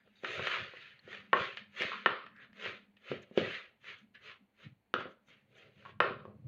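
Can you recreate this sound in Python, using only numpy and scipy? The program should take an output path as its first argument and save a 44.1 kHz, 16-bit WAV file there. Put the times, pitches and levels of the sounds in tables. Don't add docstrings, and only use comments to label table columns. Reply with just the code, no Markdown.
import sys
import numpy as np
from scipy import signal
from scipy.fft import rfft, irfft, next_fast_len
from scipy.io import wavfile
from scipy.ndimage import uniform_filter1d, map_coordinates

SR = 44100
rng = np.random.default_rng(int(sys.argv[2]) if len(sys.argv) > 2 else 0)


def ratio(d):
    e = np.asarray(d, float) / 20
    return 10 ** e


def unload_wav(signal):
    wavfile.write(
        sys.argv[1],
        SR,
        np.round(np.clip(np.atleast_2d(signal).T, -1, 1) * 32767).astype(np.int16),
    )


N = 285617

# (frequency [Hz], level [dB per Hz])
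FLAKE_COLOUR = [(7000, -27.5), (8500, 3), (10500, 0.5), (12500, -5.5), (15000, -2.5), (16000, -3.5)]


def unit(x):
    return x / np.sqrt(np.mean(x ** 2) + 1e-20)


def along(points, hz):
    f, v = np.transpose(points)
    return np.interp(np.log(hz + 1), np.log(f + 1), v)


def filtered(x, response):
    m = next_fast_len(N + SR // 2)
    return irfft(rfft(x, m) * response(np.fft.rfftfreq(m, 1 / SR)), m)[:N]


def coloured(x, points):
    return unit(filtered(x, lambda hz: ratio(along(points, hz))))


def resonated(x, peaks):
    def response(f):
        total = 0
        for k, (centre, width, db) in enumerate(peaks):
            damping = 1j * f * width
            total = total + (-1) ** k * ratio(db / 2) * damping / (centre * centre - f * f + damping)
        return total ** 2
    return unit(filtered(x, response))


def wobble(rate, count=N):
    at = np.arange(0, count + 8, 8)
    knots = rng.standard_normal(int(count * rate / SR) + 4)
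    return np.interp(np.arange(count), at, map_coordinates(knots, [at * rate / SR]))


def swells(s, db, rise, fall):
    roundness = 1.457
    t = np.arange(0, N / SR, .002)
    late = t[:, None] - s
    shape = db - 20 * np.abs(late / np.where(late < 0, rise, fall)) ** roundness
    return np.interp(np.arange(N) / SR, t, np.sqrt((ratio(shape) ** 2).sum(axis=1)))


def grit(rate, spread_db, smooth, clump_db):
    size = ratio(spread_db * np.minimum(rng.exponential(size=N), 2.2))
    snaps = (rng.random(N) < rate / SR) * rng.standard_normal(N).clip(-2, 2) * size
    return ratio(clump_db * wobble(45)) * (unit(snaps) + smooth * rng.standard_normal(N))


def mottled(x, depth_db, size):
    z = signal.stft(x, nperseg=size)[2]
    field = uniform_filter1d(rng.standard_normal(z.shape), size=2, axis=0)
    field = uniform_filter1d(field, size=4, axis=1)
    return signal.istft(z * ratio(depth_db * unit(field)), nperseg=size)[1][:N]


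def kitchen(x):
    # (frequency [Hz], t60 [s])
    decay = [(200, 0.28), (1000, 0.336), (4000, 0.33), (9000, 0.075)]
    hz, t, z = signal.stft(rng.standard_normal(SR // 2), SR, nperseg=256)
    tail = signal.istft(z * ratio(-60 * t / along(decay, hz)[:, None]), SR, nperseg=256)[1]
    delayed = np.pad(x, (170, 0))
    return signal.fftconvolve(delayed, tail / np.linalg.norm(tail))[:len(x) + SR // 2]


def air():
    # (frequency [Hz], level [dB per Hz])
    air_colour = [(15, -39.5), (35, -22), (96, 5.5), (156, -12), (199, 3.5), (303, -4), (514, -6.5),
                  (854, -7.5), (1270, -17), (2210, -12.5), (3740, -25), (4470, -21), (4880, -52),
                  (6340, -63.5), (10700, -120)]
    # (frequency [Hz], width [Hz], level [dB])
    hum_mode = [(208.4, 23, 0)]
    hiss = ratio(1.7 * wobble(27.0)) * coloured(rng.standard_normal(N), air_colour)
    hum = ratio(-9 + 2.1 * wobble(2.9)) * resonated(rng.standard_normal(N), hum_mode)
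    return ratio(-78.5) * (hiss + hum)


def bangles():
    # (time [s], level [dB], frequency [Hz], t60 [s], unsteadiness [Hz])
    touches = [
        (0.0, -81, 4806, 0.22, 90),
        (0.0, -99, 4960, 0.471, 60),
        (0.155, -66, 3775, 0.43, 253.1),
        (0.158, -71, 4456, 0.341, 881.9),
        (0.992, -45, 4227, 0.0205, 500),
        (5.27, -62, 3673, 0.13, 118),
        (5.55, -55, 3574, 0.032, 300),
    ]
    out, t = np.zeros(N + SR), np.arange(SR // 2) / SR
    for s, db, hz, t60, rate in touches:
        onset = np.clip(t / 0.00386, 0, 1)
        shape = ratio(db - 60 * t / t60) * onset * wobble(rate, count=len(t))
        out[round(s * SR):][:len(t)] += shape * np.sin(2 * np.pi * hz * t)
    return out[:N]


def base():
    # (peak time [s], level [dB], fall over 20 dB [s])
    shifts = [(0.061, -74.5, -0.66), (1.23, -63.5, 0.2564), (1.62, -62, -0.05), (1.95, -60.5, -0.3055),
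              (2.27, -66.5, -0.26), (2.56, -64.5, -0.42), (2.77, -66, 0.41), (3.62, -67, 0.0344),
              (4.05, -68.5, 0.21), (4.42, -67, 0.0535), (4.66, -65, -0.0878), (5.3, -71, 0.21)]
    # (frequency [Hz], width [Hz], level [dB])
    base_modes = [(201.2, 35, 3), (300, 37, -15)]
    s, db, fall = np.transpose(shifts)
    return swells(s, db, fall, fall) * resonated(rng.standard_normal(N), base_modes)


def slide():
    # (peak time [s], level [dB], fall over 20 dB [s])
    rocking = [(0.057, -64.5, -0.01), (0.301, -57.5, -0.06), (0.408, -55, -0.2327), (0.611, -48, -0.0769),
               (.816, -70, -0.4), (1.11, -64, 0.25), (1.39, -47.5, 0.0828), (1.612, -72, 1.51),
               (1.852, -42, 0.0038), (2.119, -41.5, 0.0036), (2.288, -69.5, 0.36), (2.67, -58, 0.14),
               (3.12, -44.5, 0.0717), (3.18, -53, 0.0976), (3.42, -39.5, 0.1031), (3.86, -69, 0.58),
               (4.24, -67, 0.15), (4.669, -49.5, 0.0843), (4.99, -49, 0.06), (5.063, -49, 0.0324),
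               (5.3, -71.5, 0.27), (5.613, -69, 0.67), (5.898, -62, -0.7), (6.04, -50.5, 0.266),
               (6.12, -44, 0.02), (6.19, -54, 0.07), (6.28, -51, 0.15), (6.37, -51, -1.5),
               (6.45, -44, -0.174)]
    # (frequency [Hz], width [Hz], level [dB])
    counter_modes = [(92.6, 48, -3), (147.5, 43, 0), (206.1, 19, -1), (300, 35, -16)]
    s, db, fall = np.transpose(rocking)
    slips = grit(rate=66, spread_db=2.5, smooth=0.9, clump_db=3.5)
    gain = swells(s, db, 0.39 * fall, fall) + ratio(-92.5)
    return gain * resonated(slips, counter_modes)


def spray():
    # (time [s], level [dB], half-length [s])
    flicks = [
        (0.335, -81, 0.022),
        (0.488, -73.5, 0.03208),
        (1.816, -77, 0.03),
        (2.064, -67.5, 0.0015),
        (3.502, -89.5, 0.079),
    ]
    t = np.arange(N) / SR
    shape = sum(ratio(db) * np.exp(-((t - s) / half) ** 2) for s, db, half in flicks)
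    return shape * coloured(grit(rate=530, spread_db=3.5, smooth=1.1, clump_db=6), FLAKE_COLOUR)


def knock(db, colour, crack_db, lasts):
    # (frequency [Hz], level [dB], t60 [s])
    bowl_modes = [(112, -15, 0.078), (229.6, -1.5, 0.14), (277, 5.5, 0.059), (384.1, 6.5, 0.049),
                  (425.4, 4.5, 0.078), (496.1, 5.5, 0.084), (548, 1, 0.04), (670, -13.5, 0.092),
                  (719, -26, 0.12), (940, -16.5, .06), (1016.6, 0, 0.018), (1086.2, 2.5, 0.054),
                  (1288.7, 0.5, 0.023), (1374.3, 2.5, 0.029), (1525.5, 0.5, 0.029), (1792, 0, 0.037),
                  (2040, -7, 0.037), (2229.7, -2.5, 0.015), (2581, -8, 0.064), (3005, 3, 0.0088),
                  (3391, -4, 0.0083), (3603, -13, 0.0083), (4230, -21, 0.024), (5220, -30, 0.0055),
                  (5940, -33.5, 0.038)]
    t = np.arange(int(lasts * SR / 7)) / SR
    late = t[:, None]
    hz, level_db, t60 = np.transpose(bowl_modes)
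    luck_db, detune = rng.standard_normal((2, len(bowl_modes))) * [[1.5], [.006]]
    strength = ratio(db + level_db - 5 + along(colour, hz) + luck_db)
    press = 1 + 1.957 * np.exp(-late / 0.0026)
    start = 1 - np.exp(-late * hz * 1.176)
    decay = np.exp(-np.log(1000) * late / (lasts * t60))
    tones = np.sin(2 * np.pi * hz * (1 + detune) * late)
    ring = (strength * press * start * decay * tones).sum(axis=1)
    crack = ratio(crack_db + 5.5 - 60 * t / 0.006) * rng.standard_normal(len(t))
    band = signal.butter(2, [1500, 4800], "bandpass", fs=SR, output="sos")
    return (ring + signal.sosfilt(band, crack)) * (1 - np.exp(-t / 0.00023)) ** 2


def light_knocks():
    # (time [s], peak level [dB])
    ticks = [(0.9909, -50.5), (1.1292, -31.5), (1.148, -35.5), (1.172, -41.5), (1.5716, -28.5), (1.82, -19),
             (2.364, -50), (2.5305, -50), (2.9691, -52.5), (3.2306, -57), (3.843, -41.5), (4.152, -46)]
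    tick_colour = [-28, -30, -30.5, -16.5]
    # (time [s], peak level of the top modes [dB], levels re peak near 220, 470, 1030 Hz [dB])
    taps = [(0.0744, -62.5, 2, -11, -5), (0.2357, -47.5, -3, 9.5, -23), (0.2462, -26, -19, -32, -18.5),
            (0.394, -31, -7.5, -8, -5), (0.4705, -21.5, -36.5, -19, -21.5),
            (0.7356, -47.5, -68.5, -0.5, -4), (1.077, -59.5, -4.5, 11, -19.5),
            (2.2647, -40.5, -22, -56.5, -14), (2.6589, -33.5, -20.5, -9.5, -8.5),
            (3.3118, -72, 33, 20, -21), (5.2848, -55.5, -25, -19, -10.5), (5.825, -53, -32, -21, -16),
            (5.8517, -43.5, -20.5, -24.5, -5), (5.8597, -44.5, -31, -20, 6.5),
            (5.8815, -61.5, -14.5, -5, 0), (5.8925, -49, -16, -7, 3.5), (6.2522, -56, 2.5, 10, 18)]
    # (time [s], peak level of the top modes [dB], # levels
    # re peak near 220, 470, 1030 and 1400 Hz [dB])
    rebounds = [(.5, -33, -21.5, -23, -14.5, 6.5), (.517, -33, -22, -16.5, -13, 4),
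                (.54, -32, -25.5, -17, -12.5, 2.5), (.57, -33, -22.5, -19.5, -7.5, 1.5),
                (1.335, -36, -20, -0.5, 11, -0.5), (1.35, -37.5, -19, 5, 6.5, 1),
                (1.511, -66.5, -3.5, 5, -3, -4.5), (1.808, -46.5, 6, 9.5, 1.5, -5.5),
                (1.918, -36, -23.5, -23.5, -0.5, 6), (2.105, -39.5, -2.5, -1, 0, 5.5),
                (3.165, -60, 14.5, 15, -9.5, -10), (3.422, -49.5, -3.5, 11.5, -10, -11),
                (3.462, -52, 13.5, 7.5, -8.5, -6.5), (4.963, -38, -18, -10, -6, 5.5),
                (4.987, -50.5, 6, 9.5, -5.5, -6), (5.008, -41.5, 1, -1.5, 4, 9.5),
                (5.055, -54, 9.5, 12, -4.5, 2.5), (5.066, -60.5, 19, 3, -10.5, -11.5),
                (6.046, -39, -12, 5.5, 4, 8.5), (6.066, -41, -16, 3.5, 1.5, 11.5),
                (6.108, -50, 16, 11.5, 3, 6), (6.165, -61, 17, 11.5, -7.5, -1.5),
                (6.28, -64.5, 8.5, 18.5, -7.5, -1)]
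    colour_hz = [220, 470, 1030, 1400, 1800]
    rim_share = 0.21
    spots = [(s, db, *tick_colour, 0.55, -0.5) for s, db in ticks]
    spots += [(*row, rim_share * min(row[-1], 0), 0.65, -2.5) for row in taps]
    spots += [(*row, 0.44, -12) for row in rebounds]
    out = np.zeros(N + SR)
    for s, db, *colour, lasts, crack_db in spots:
        sound = knock(db, list(zip(colour_hz, [*colour, 0])), db + crack_db, lasts)
        out[round(s * SR):][:len(sound)] += sound
    return out[:N] + ratio(-8) * kitchen(out[:N])[:N]


def hard_blows():
    # (time [s], peak level [dB], levels re peak near 400, 520 and 1030 Hz [dB])
    blows = [
        (1.3307, -14, -19.5, -8.5, -1.5),
        (2.0601, -11.5, -14, -21.5, -10),
        (3.1156, -32, 3.5, -5, -30),
        (3.3755, -20, 2.5, -7, -20.5),
        (4.9398, -19.5, -11, -17.5, -31.5),
        (6.003, -13.5, -20, -11, -6),
    ]
    # (crack level [dB], levels re crack near 1350, 1800, 2300 and 3000 Hz [dB])
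    edges = [(-37, 20.5, 20.5, -4, 17.954), (-28, 12.5, 14, 0.5, 10.42), (-39, 0, -4.5, 3.5, 3.5),
             (-24.5, -9.5, -7, -3.5, 3.6), (-28.5, 11, -12.5, -3, 9.8), (-29, 15, 14.5, 8, 12.87)]
    blow_hz = [220, 400, 520, 1030, 1350, 1800, 2300, 3000]
    out = np.zeros(N + SR)
    for (s, db, *low), (crack_db, *high) in zip(blows, edges):
        lowest = low[0] - 9
        colour = [lowest] + low + [c + crack_db - db for c in high]
        sound = knock(db, list(zip(blow_hz, colour)), crack_db, 0.978)
        answer = ratio(-8) * kitchen(sound)
        out[round(s * SR):][:len(sound)] += sound
        out[round(s * SR):][:len(answer)] += answer
    return out[:N]


def knocks():
    def soft_blade(hz):
        bend = 830 ** 2 - hz ** 2
        dip = (bend + 1j * hz * 150) / (bend + 1j * hz * 320)
        return dip / (1 + 1j * hz / 5200 * 1.674 - (hz / 5200) ** 2) ** 2
    return filtered(hard_blows() + light_knocks(), soft_blade)


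def strokes():
    # (peak time [s], rasp level [dB], rise over 20 dB [s], fall over 20 dB [s],
    # lower wall ring re rasp [dB])
    scrapes = [(.01, -76, 0.0477, 0.045, -5.5), (.065, -79, 0.0142, 0.0303, 17.5),
               (.26, -42.5, 0.0315, 0.43, -2), (.41, -48, 0.133, 0.16, 3),
               (0.522, -36, 0.1805, 0.187, -10.5), (1.142, -49.5, 0.106, 0.142, -5),
               (1.416, -38.5, 0.074, 0.153, -7.5), (1.811, -37, 0.0612, 0.2453, -11),
               (2.652, -40.5, 0.0837, 0.1436, -5), (3.1, -48, 0.0734, 0.141, -5.5),
               (3.389, -41, 0.0326, 0.217, 2), (3.541, -42, 0.1684, 0.1262, -22.5),
               (3.887, -45.5, 0.0578, 0.1067, -13), (4.29, -48.5, 0.085, 0.0764, -8.5),
               (4.641, -57.5, 0.0806, 0.0694, -5.5), (5.311, -62, 0.0386, 0.125, -5),
               (5.599, -60.5, 0.1072, 0.162, 3), (5.82, -65, 0.135, 0.06755, -1),
               (5.9, -60.5, 0.116, 0.0445, 0)]
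    # (peak time [s], rasp level [dB], fall [s],
    # upper wall ring re rasp [dB], lower wall ring re rasp [dB])
    judders = [(.524, -45.5, 0.109, 11.5, -13), (1.37, -45, 0.119, 12, 6.5), (2.4, -64, 0.12, 4.5, -3),
               (4.3, -61, 0.0737, 9, -10.5), (1.829, -51, 0.106, 1, 10), (1.925, -47, 0.079, 14.5, -15),
               (2.099, -44.5, 0.1684, 8, -1), (5.0, -50, 0.112, 2, 2), (5.078, -66, 0.064, 5, 10),
               (6.054, -44, 0.1222, 10, 9), (6.2, -65, 0.081, 14.5, 12.5), (6.3, -83.5, 0.087, 9.5, 28),
               (6.46, -88.5, 0.199, 4, 27)]
    # (peak time [s], rasp level [dB],
    # rise [s], fall [s], meal hiss re rasp [dB])
    skims = [(.2, -78.5, 0.057, 0.031, -8.5), (.33, -52, 0.096, 0.155, -13.5),
             (0.871, -53.5, 0.71, 0.1304, -31.5), (1.573, -51, .005, 0.083, -28),
             (2.42, -57, 0.04085, 0.086, -28.5), (2.969, -69, 0.00889, 0.0324, -42),
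             (3.233, -59, 0.0061, 0.0203, -11), (4.0, -68, 0.03725, 0.064, -18),
             (4.152, -57, 0.0121, 0.05, -37.5), (5.02, -62, 0.0427, 0.034, -16),
             (5.12, -75.5, .04, 0.039, -11.5), (5.295, -71.5, 0.037, 0.059, -10),
             (5.59, -64.5, 0.026, 0.035, -11.5)]
    # (peak time [s], level [dB], rise [s], fall [s])
    flexes = [
        (.01, -71, 0.029, 0.0385),
        (0.248, -44, 0.0075, 0.0227),
        (2.39, -57, 0.061, 0.108),
        (4.16, -60.5, .015, 0.052),
    ]
    # (frequency [Hz], level [dB per Hz])
    rasp_colour = [(700, -35.5), (1000, -14.5), (1300, -6), (1700, 3), (2400, 3.5), (3200, -1),
                   (3950, -7.5), (4500, -13), (5000, -23), (5600, -30.5), (7000, -72)]
    # (frequency [Hz], level [dB per Hz])
    meal_colour = [(4500, -25.5), (5500, -10), (6300, 3), (7200, -7), (7900, -21.5), (9000, -42.5)]
    # (frequency [Hz], width [Hz], level [dB])
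    upper_modes = [(1023.5, 300, -2.5), (1287, 420, 2)]
    lower_modes = [(310, 15, -8.5), (370.8, 40, -2.5), (431.2, 37, 3), (500, 31, 1.5), (548.3, 34, 3),
                   (642.7, 68, -5.5), (780.7, 36, -8.5)]
    # (frequency [Hz], width [Hz], level [dB])
    tip_mode = [(1706, 600, 0)]

    rows = []
    for s, db, rise, fall, low in scrapes:
        weight = db + 44.5
        rows.append((s, db, rise, fall, -6.5 + .05 * weight, low, -28.5 - 0.042 * weight))
    rows += [(s, db, 0.25 * fall, fall, up, low, -46) for s, db, fall, up, low in judders]
    rows += [(s, db, rise, fall, -15, -15, meal) for s, db, rise, fall, meal in skims]
    s, db, rise, fall, upper_db, lower_db, meal_db = np.transpose(rows)

    rest = ratio(-101)
    rub = swells(s, db, rise, fall) + rest
    upper = swells(s, db + upper_db, rise, fall) + rest
    lower = swells(s, db + lower_db, rise, fall) + rest
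    fine = swells(s - .01, db + meal_db, rise, 0.93 * fall) + ratio(-111)

    crumbs = grit(rate=900, spread_db=2.5, smooth=1.5, clump_db=1)
    rasp = rub * coloured(mottled(crumbs, depth_db=3.0, size=1024), rasp_colour)
    hiss = fine * coloured(crumbs, meal_colour)
    walls = ratio(-6.0) * upper * resonated(crumbs, upper_modes)
    walls += ratio(-3.5) * lower * resonated(crumbs, lower_modes)
    tip = swells(*np.transpose(flexes)) * resonated(crumbs, tip_mode)
    sheen = ratio(-88.0) * (fine * ratio(64.0)) ** 0.49 * coloured(crumbs, FLAKE_COLOUR)
    return ratio(-1.0) * (rasp + walls + hiss) + sheen + tip


def scene():
    background = air() + bangles() + base() + slide()
    rub = strokes()
    stirring = rub + ratio(-18.5) * kitchen(rub)[:N] + spray() + knocks()
    fade_out = np.clip((N - np.arange(N)) / SR / .004, 0, 1)
    return (fade_out * (background + stirring))[None]


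def band_limit(x):
    return signal.sosfilt(signal.butter(12, 15750, fs=SR, output="sos"), x)


def record(dry):
    # (frequency [Hz], level [dB per Hz])
    capsule_colour = [(20, -4), (45, 14.5), (70, 9.5), (150, -8.5), (5000, -17.5), (16000, -14.5)]
    thin = filtered(dry[0], lambda hz: (1j * hz / (1j * hz + 70)) ** 2)
    mix = thin + ratio(-89.5) * coloured(rng.standard_normal(N), capsule_colour)
    return band_limit(mix)


dry = scene()
out = record(dry)
unload_wav(out)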